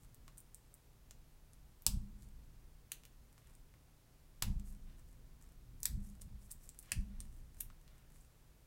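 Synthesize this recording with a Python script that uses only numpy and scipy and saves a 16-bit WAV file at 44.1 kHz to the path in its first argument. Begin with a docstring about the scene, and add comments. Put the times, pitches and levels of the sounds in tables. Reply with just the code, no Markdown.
"""Bottle cap over a desk

Hands work the plastic cap of a small bottle, close to the microphone in a small quiet room.
The cap slips and catches in sharp snaps; nails tick, fingertips tap and skin rubs on plastic.
With each of the four hardest snaps a soft jolt reaches the desk, which booms and lets the
microphone stand ring on. Faint rumble, hum and hiss lie below."""
import sys
import numpy as np
from scipy import signal
from scipy.fft import rfft, irfft
from scipy.io import wavfile

SR = 44100
rng = np.random.default_rng(int(sys.argv[2]) if len(sys.argv) > 2 else 0)


def int16_out(signal):
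    """Quantize to a 16-bit WAV file."""
    q = np.round(np.clip(np.atleast_2d(signal).T, -1, 1) * 32767)
    wavfile.write(sys.argv[1], SR, q.astype(np.int16))


N = 381906
T = np.arange(N) / SR

# snaps of the cap: start_s, contact_ms, relative_level_db, tilt_db_per_octave, hollow_db, edge_db,
# low_ring_hz, high_ring_hz, dip_hz
SNAPS = [(1.865, 1.96, -0.5, 1.5, 5.5, -2, 5100, 7920, 1950),
         (2.9178, 4.6, -12, -0.7, -3.5, 0, 2710, 6300, 5280),
         (4.423, 3.2, -3.5, -1.5, 4.5, -3, 7800, 9400, 8780),
         (5.8311, 1.7, -15.5, 3.5, 7.5, -1, 6160, 7450, 3100),
         (5.855, 2.8, -5, -1, -4.5, -1, 7850, 12900, 2940),
         (6.9178, 3.4, -5.5, -4, -9, -5, 2610, 9250, 3730),
         (7.6069, 3.6, -17.5, 0.5, -0.5, 6, 9600, 12100, 4750)]
# spectrum shared by all snaps: frequency_hz, gain_db
SNAP_SPECTRUM = [(1000, -13), (2400, -6), (4600, 0.5), (7200, 0.5), (9600, 1), (13000, -3.5)]
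# resonances of cap and bottle: pitch_hz, width_hz, lift_db
CAP_RESONANCES = [(929, 200, 8), (1800, 350, 5), (2604, 630, 1.5), (4300, 400, -0.5), (5450, 200, 0),
                  (6900, 450, 0.5), (7850, 270, 5), (9250, 650, 7), (12450, 1800, 6), (14480, 900, 0)]
# dull knocks of the bottle: start_s, relative_level_db
KNOCKS = [(1.865, -44.5), (4.426, -47), (5.859, -59.5), (6.918, -50.5)]
# modes of the bottle in the hand: pitch_hz, t60_s, gain_db
BOTTLE_MODES = [(107, 0.18, 2.5), (307, 0.078, -5.5)]
# thin ticks of a nail slipping off the cap: start_s, relative_level_db, ring_hz, body_db, edge_db
NAIL_TICKS = [(0.1454, -40, 8400, 10, 11), (0.3795, -28.5, 9100, -2, -7), (0.383, -30.5, 9100, -6, 0),
              (0.4038, -36, 8850, -7, 7), (0.5456, -26, 8300, -2, -3), (0.741, -32, 8500, -9, 3),
              (1.5335, -38.5, 9600, 12, -7), (1.821, -38.5, 12800, 7.5, 4.5), (2.223, -44.5, 7500, 18.5, 0),
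              (3.552, -40.5, 8800, 8, -0.5), (5.4248, -40.5, 7300, 6, 2), (5.8034, -37.5, 10800, 6, 2),
              (6.2181, -29.5, 9150, 11.5, -3), (6.5148, -22, 8200, -5, 3), (6.5214, -26.5, 8300, -6, 3),
              (6.6913, -25, 7900, 5, -5), (6.7896, -24.5, 9400, 1, 0), (6.8274, -40, 8460, 11, 9),
              (7.2039, -21.5, 9100, 9, -7), (7.6043, -22, 12000, 2, 0)]
# spectrum shared by the nail ticks: frequency_hz, gain_db
TICK_SPECTRUM = [(2000, -23.5), (5200, -12.5), (7800, -1.5), (13000, -4)]
# fuller taps of fingertips on the bottle: start_s, relative_level_db, ring_hz, tilt_db_per_octave
FINGER_TAPS = [(0.2797, -32.5, 1110, -0.5), (1.1094, -31.5, 7100, 1.5), (3.0356, -37.5, 2870, 1),
               (3.0524, -31.5, 2770, 4), (3.3794, -40, 1190, -0.7), (3.7393, -46.5, 2120, -3),
               (4.5972, -38, 8040, 2.5), (7.7011, -42.5, 1300, -4.5), (7.8783, -42, 4300, -.5)]
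# spectrum shared by the taps: frequency_hz, gain_db
TAP_SPECTRUM = [(2000, 1), (5200, -0.5), (7800, 0), (13000, -7.5)]
# fingertips sliding on the cap: start_s, length_s, level_db
FINGER_RUBS = [(0.0, 0.052, -76), (0.369, 0.03, -68), (2.183, 0.093, -73), (3.301, 0.21, -84),
               (4.631, 0.12, -70), (5.072, 0.07, -80), (5.404, 0.11, -86), (5.812, 0.084, -63),
               (5.994, 0.15, -70.5), (6.208, 0.018, -60.5), (6.384, .12, -72.5), (6.502, .024, -55.5),
               (6.595, .097, -68.5), (6.727, 0.19, -77), (7.247, 0.25, -81), (7.568, 0.068, -67),
               (8.091, 0.21, -75)]
# the bottle shifting in the palm: start_s, length_s, level_db
PALM_SHIFTS = [(3.343, .23, -79), (4.845, .14, -77), (5.343, 0.19, -87.5), (6.817, .13, -70.5),
               (7.0, .33, -80.5), (7.803, 0.29, -78.5)]
# spectrum of the faint ticks shed by sliding skin: frequency_hz, gain_db
CRACKLE_SPECTRUM = [(1500, -2.5), (5000, -7), (8000, 1), (14000, -9.5)]
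# jolts through the desk: start_s, level_db, rise_s, fall_s
JOLTS = [(1.865, -38, .045, .08), (4.424, -37, 0.05, 0.08), (5.875, -40.5, .045, 0.093),
         (6.199, -52, 0.035, 0.154), (6.934, -39, 0.035, 0.1)]
# spectrum of a soft jolt: frequency_hz, gain_db
JOLT_SPECTRUM = [(12, -21), (25, 3), (36, -3.5), (55, 0.5), (85, -8.5), (130, -12.5), (190, -19),
                 (240, -31.5), (310, -33.5), (380, -46), (500, -61), (900, -91)]
# modes of desk and microphone stand: pitch_hz, t60_s, gain_db
DESK_MODES = [(26.71, 2.2, -9), (54.5, 1.0, -13.5), (117, 0.5, -20.5), (196.4, 0.67, -16),
              (204.5, 0.96, -15.5), (218.7, 0.76, -22)]
# early echoes from the desk and things on it: delay_ms, gain_db
ECHOES = [(1.7, -11.5), (6.4, -15), (7.1, -24), (11.2, -19.5)]
# tail of the small room, band by band: centre_hz, t60_s, gain_db
ROOM_BANDS = [(500, 0.52, -1.5), (1378, .3, -4), (2780, 0.25, -1.5), (5000, 0.26, -6), (8500, 0.27, -10),
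              (13970, 0.19, -4)]
# arms leaning on the desk: centre_s, rumble_level_db
LEANS = [(.17, -55), (1.15, -61.5), (1.599, -59.5), (3.7, -58.5), (5.75, -57.5)]
# spectrum of the rumble: frequency_hz, gain_db
RUMBLE_SPECTRUM = [(10, -20.5), (26, 1.5), (40, -5.5), (58, -6.5), (85, -18), (118, -15), (170, -23.5),
                   (260, -27), (500, -53.5), (1000, -76.5)]
# faint steady tones: pitch_hz, level_db
HUM_TONES = [(116, -77.5), (149, -76.5)]
# still air and microphone hiss: frequency_hz, gain_db
HISS_SPECTRUM = [(20, -56), (110, -55.5), (200, -58), (350, -59.5), (700, -64.5), (1500, -69),
                 (3000, -72.5), (8000, -74), (16000, -75)]


def snaps(level_db=-3, ring_db=7.5, dip_db=-18, relative_width=0.16, room_colour=0.75):
    """The cap snaps close to the microphone; each snap has two ringing peaks and a dip in its spectrum."""
    out = np.zeros(N)
    for start_s, contact_ms, db, tilt_db, hollow_db, edge_db, low_hz, high_hz, dip_hz in SNAPS:
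        tone = lambda hz: (slope(hz, SNAP_SPECTRUM) + tilt(hz, tilt_db)
                           + hollow(hz, hollow_db) + edge(hz, edge_db))
        snap = undb(level_db + db) * click(contact_ms, tone)
        rings_and_dip = [(low_hz, ring_db), (high_hz, ring_db), (dip_hz, dip_db)]
        peaks = [(hz, relative_width * hz, lift_db) for hz, lift_db in rings_and_dip]
        snap_colour = lift(freqs(len(snap)), CAP_RESONANCES + peaks)
        add(out, start_s, signal.fftconvolve(snap, response(snap_colour)))
        # the room hears the cap from all sides, less coloured, and differently as the bottle moves
        add(out, start_s, room(signal.fftconvolve(snap, response(room_colour * snap_colour))))
    return out


def click(contact_ms, gain_db, fade=0.2, size=2048):
    """Plastic slips and catches for a moment; the chatter is coloured by gain_db(hz)."""
    hz, ms = freqs(size), np.arange(size) / SR * 1000
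    force = burst(np.exp(-fade * ms / contact_ms) / (1 + (ms / contact_ms) ** 6))
    bass_loss_db = -10 * np.log10(1 + (520 / (hz + 1)) ** 4)  # too small to radiate bass
    return signal.fftconvolve(force, response(gain_db(hz) + bass_loss_db))[:size]


def hollow(hz, db, below_hz=1440, air_share=0.65):
    """Gain in dB as a snap sounds the bottle's whole body, most of all its lowest resonance."""
    air_hz, air_width_hz, _ = CAP_RESONANCES[0]
    return shelf(hz, below_hz, db) + lift(hz, [(air_hz, air_width_hz, air_share * db)])


def tilt(hz, db_per_octave, pivot_hz=6005):
    """Gain in dB of a harder (rising) or softer (falling) contact."""
    return db_per_octave * np.log2(np.maximum(hz, 1000) / pivot_hz)


def edge(hz, db, above_hz=11600):
    """Gain in dB of a click's crisp edge, the topmost treble."""
    return db - shelf(hz, above_hz, db)


def knocks():
    """The hardest snaps also knock the bottle dully against the hand that holds it."""
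    out, t = np.zeros(N), T[:SR // 4]
    for start_s, db in KNOCKS:
        for hz, t60_s, mode_db in BOTTLE_MODES:
            add(out, start_s, undb(db + mode_db) * np.sin(2 * np.pi * hz * t) * decay(t, t60_s))
    return out


def nail_ticks(contact_ms=0.8, body_hz=6300, ring_db=11.0, relative_width=0.24):
    """A nail slips off the cap and rings only the spot it touches, so each tick has its own pitch."""
    out = np.zeros(N)
    for start_s, db, ring_hz, body_db, edge_db in NAIL_TICKS:
        ring = [(ring_hz, relative_width * ring_hz, ring_db)]
        tone = lambda hz: (slope(hz, TICK_SPECTRUM) + shelf(hz, body_hz, body_db)
                           + edge(hz, edge_db) + lift(hz, ring))
        add(out, start_s, undb(db) * click(contact_ms, tone, fade=0.24))
    return out


def finger_taps(contact_ms=1.8, ring_db=8.0, relative_width=0.35):
    """A fingertip lands on the bottle wall, longer and duller than a nail."""
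    out = np.zeros(N)
    for start_s, db, ring_hz, tilt_db in FINGER_TAPS:
        ring = [(ring_hz, relative_width * ring_hz, ring_db)]
        tone = lambda hz: slope(hz, TAP_SPECTRUM) + tilt(hz, tilt_db) + lift(hz, ring)
        add(out, start_s, undb(db) * click(contact_ms, tone, fade=0.39))
    return out


def skin_rubs():
    """Fingertips hiss on the cap; the palm rubs more dully on the bottle."""
    fingertips = slides(FINGER_RUBS, centre_hz=8650, width_hz=3500, grain_db=5.0)
    palm = slides(PALM_SHIFTS, centre_hz=1160, width_hz=1800, grain_db=4.0)
    return fingertips + palm


def slides(rows, centre_hz, width_hz, grain_db, grain_samples=40):
    """Skin drags over plastic in a swell of tiny uneven slips."""
    out = np.zeros(N)
    for start_s, length_s, db in rows:
        n = int(length_s * SR)
        slips = rng.standard_normal(n)
        slips *= undb(grain_db * np.repeat(rng.standard_normal(n), grain_samples)[:n])
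        hz = freqs(n) + 1
        band = 1 / (1 + 1j * (hz - centre_hz ** 2 / hz) / (2 * width_hz)) ** 2
        rub = irfft(rfft(slips) * band, n)
        swell = np.sin(np.pi * np.arange(n) / n)
        add(out, start_s, undb(db) * rub / rub.std() * swell)
    return out


def crackle(contact_ms=1.0, level_db=-48, spread_db=7.0, overrun=1.2, count=3):
    """Every slide sheds a few faint ticks at random, up to just after it stops."""
    out = np.zeros(N)
    tone = lambda hz: slope(hz, CRACKLE_SPECTRUM) + lift(hz, CAP_RESONANCES)
    for start_s, length_s, _ in FINGER_RUBS + PALM_SHIFTS:
        for when, strength in rng.random((count, 2)):
            tick = undb(level_db + spread_db * strength) * click(contact_ms, tone)
            add(out, start_s + when * overrun * length_s, tick)
    return out


def jolts(lead=0.44, rebound_s=0.25, rebound_gain=0.28, rebound_width_s=0.016, bump_db=3.0, bump_hz=55):
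    """Each jolt starts lightly, heaves the desk in uneven bumps and rebounds once."""
    push, t = np.zeros(N), T[:SR]
    for start_s, db, rise_s, fall_s in JOLTS:
        rise = lead + (1 - lead) * np.minimum(t / rise_s, 1) ** 2
        fall = 1 / (1 + (np.maximum(t - rise_s, 0) / fall_s) ** 3)
        rebound = rebound_gain * np.exp(-((t - rebound_s) / rebound_width_s) ** 2)
        envelope = rise * fall + rebound
        bumps = undb(bump_db * np.interp(t * bump_hz, np.arange(100), rng.standard_normal(100)))
        heave = colour(burst(envelope * bumps, passes=3), JOLT_SPECTRUM)
        heave *= 1 - t ** 2  # dies out within a second
        add(push, start_s, undb(db) * heave * np.linalg.norm(envelope) / np.linalg.norm(heave))
    return push


def desk(push):
    """The desk booms under a push; its low modes and those of the microphone stand ring on."""
    out = push
    for hz, t60_s, db in DESK_MODES:
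        ring = signal.fftconvolve(push, np.cos(2 * np.pi * hz * T) * decay(T, t60_s))[:N]
        out = out + undb(db) * ring * push.std() / ring.std()
    return out


def room(x, onset_s=0.0026, scatter_s=0.009, scatter_db=5, size=16384):
    """The small room: a few echoes, dense scatter from near things, a short tail that dulls as it fades."""
    t = T[:size]
    noise, tail = rfft(rng.standard_normal(size)), 0
    onset = 1 - np.exp(-(t / onset_s) ** 2)
    scatter = undb(scatter_db) * np.exp(-t / scatter_s)
    for centre_hz, t60_s, db in ROOM_BANDS:
        band = slope(freqs(size), [(hz, hz == centre_hz) for hz, *_ in ROOM_BANDS])
        envelope = onset * (decay(t, t60_s) + scatter)
        tail = tail + undb(db) * irfft(noise * band, size) * envelope / np.linalg.norm(envelope)
    for delay_ms, db in ECHOES:
        tail[int(delay_ms * SR / 1000)] += undb(db)
    return signal.fftconvolve(x, tail)[:N]


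def rumble_strength(rest_db=-64.5, lean_half_s=0.12, after_jolt_db=-12, settle_db_per_s=12.5):
    """The rumble swells as the arms lean on the desk and settles slowly after each jolt."""
    power = undb(rest_db) ** 2
    for centre_s, db in LEANS:
        power = power + undb(db) ** 2 * np.exp(-((T - centre_s) / lean_half_s) ** 2)
    for start_s, db, *_ in JOLTS:
        settling_db = db + after_jolt_db - settle_db_per_s * np.abs(T - start_s)
        power = power + (T > start_s) * undb(settling_db) ** 2
    return np.sqrt(power)


def room_tone(lump_db=1.5, lump_hz=9):
    """Lumpy rumble that follows the arms, a faint hum, and even hiss from air and microphone."""
    rumble = colour(rng.standard_normal(N), RUMBLE_SPECTRUM)
    lumps = np.interp(T * lump_hz, np.arange(200), rng.standard_normal(200))
    rumble = rumble / rumble.std() * rumble_strength() * undb(lump_db * lumps)
    hum = sum(np.sqrt(2) * undb(db) * np.sin(2 * np.pi * hz * T) for hz, db in HUM_TONES)
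    hiss = colour(rng.standard_normal(N), HISS_SPECTRUM)
    return rumble + hum + hiss


def burst(envelope, passes=8, limit=1.9):
    """Random force of unit energy under an envelope, about equally strong at all frequencies."""
    force = envelope * rng.standard_normal(len(envelope))
    for _ in range(passes):
        flat = irfft(np.exp(1j * np.angle(rfft(force))), len(force))
        force = flat * np.sqrt(envelope / envelope.max())
        ceiling = limit * force.std() / np.sqrt(envelope.mean())  # no single slip dominates
        force = np.clip(force, -ceiling, ceiling)
    return force / np.linalg.norm(force)


def response(db):
    """Causal impulse response with the given gain at each frequency."""
    cepstrum = irfft(np.log(undb(db)))
    half = len(cepstrum) // 2
    cepstrum[1:half] *= 2
    cepstrum[half + 1:] = 0
    return irfft(np.exp(rfft(cepstrum)))


def lift(hz, peaks):
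    """Gain in dB of resonances and dips: pitch_hz, width_hz, lift_db."""
    return sum(db / (1 + (2 * (hz - pitch_hz) / width_hz) ** 2) for pitch_hz, width_hz, db in peaks)


def shelf(hz, below_hz, db):
    """Gain in dB that lifts or lowers everything below a corner."""
    return db / (1 + (hz / below_hz) ** 8)


def colour(x, points):
    """Shape a sound by a spectrum: frequency_hz, gain_db."""
    return irfft(rfft(x) * undb(slope(freqs(len(x)), points)), len(x))


def slope(hz, points):
    """Join (frequency_hz, value) points by straight lines on a log-frequency axis."""
    point_hz, values = np.transpose(points)
    return np.interp(np.log(hz + 1), np.log(point_hz), values)


def freqs(size):
    """Frequencies of a spectrum of so many samples."""
    return np.fft.rfftfreq(size, 1 / SR)


def decay(t, t60_s):
    """A fade of 60 dB every t60_s."""
    return np.exp(-np.log(1000) * t / t60_s)


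def undb(db):
    """Decibels to gain."""
    return 10 ** (np.asarray(db) / 20)


def add(track, start_s, sound):
    """Mix a sound into the track from start_s on."""
    start = max(int(start_s * SR), 0)
    track[start:start + len(sound)] += sound[:N - start]


def scene():
    """One close microphone hears cap and fingers through the air, and the desk through its stand."""
    handling = nail_ticks() + finger_taps() + crackle() + skin_rubs()
    return (snaps() + handling + room(handling) + knocks() + desk(jolts()) + room_tone())[None]


def record(dry, top_hz=15900):
    """The recorder cuts the top treble steeply."""
    return signal.sosfilt(signal.ellip(8, .2, 70, top_hz, fs=SR, output="sos"), dry)


dry = scene()
out = record(dry)
int16_out(out)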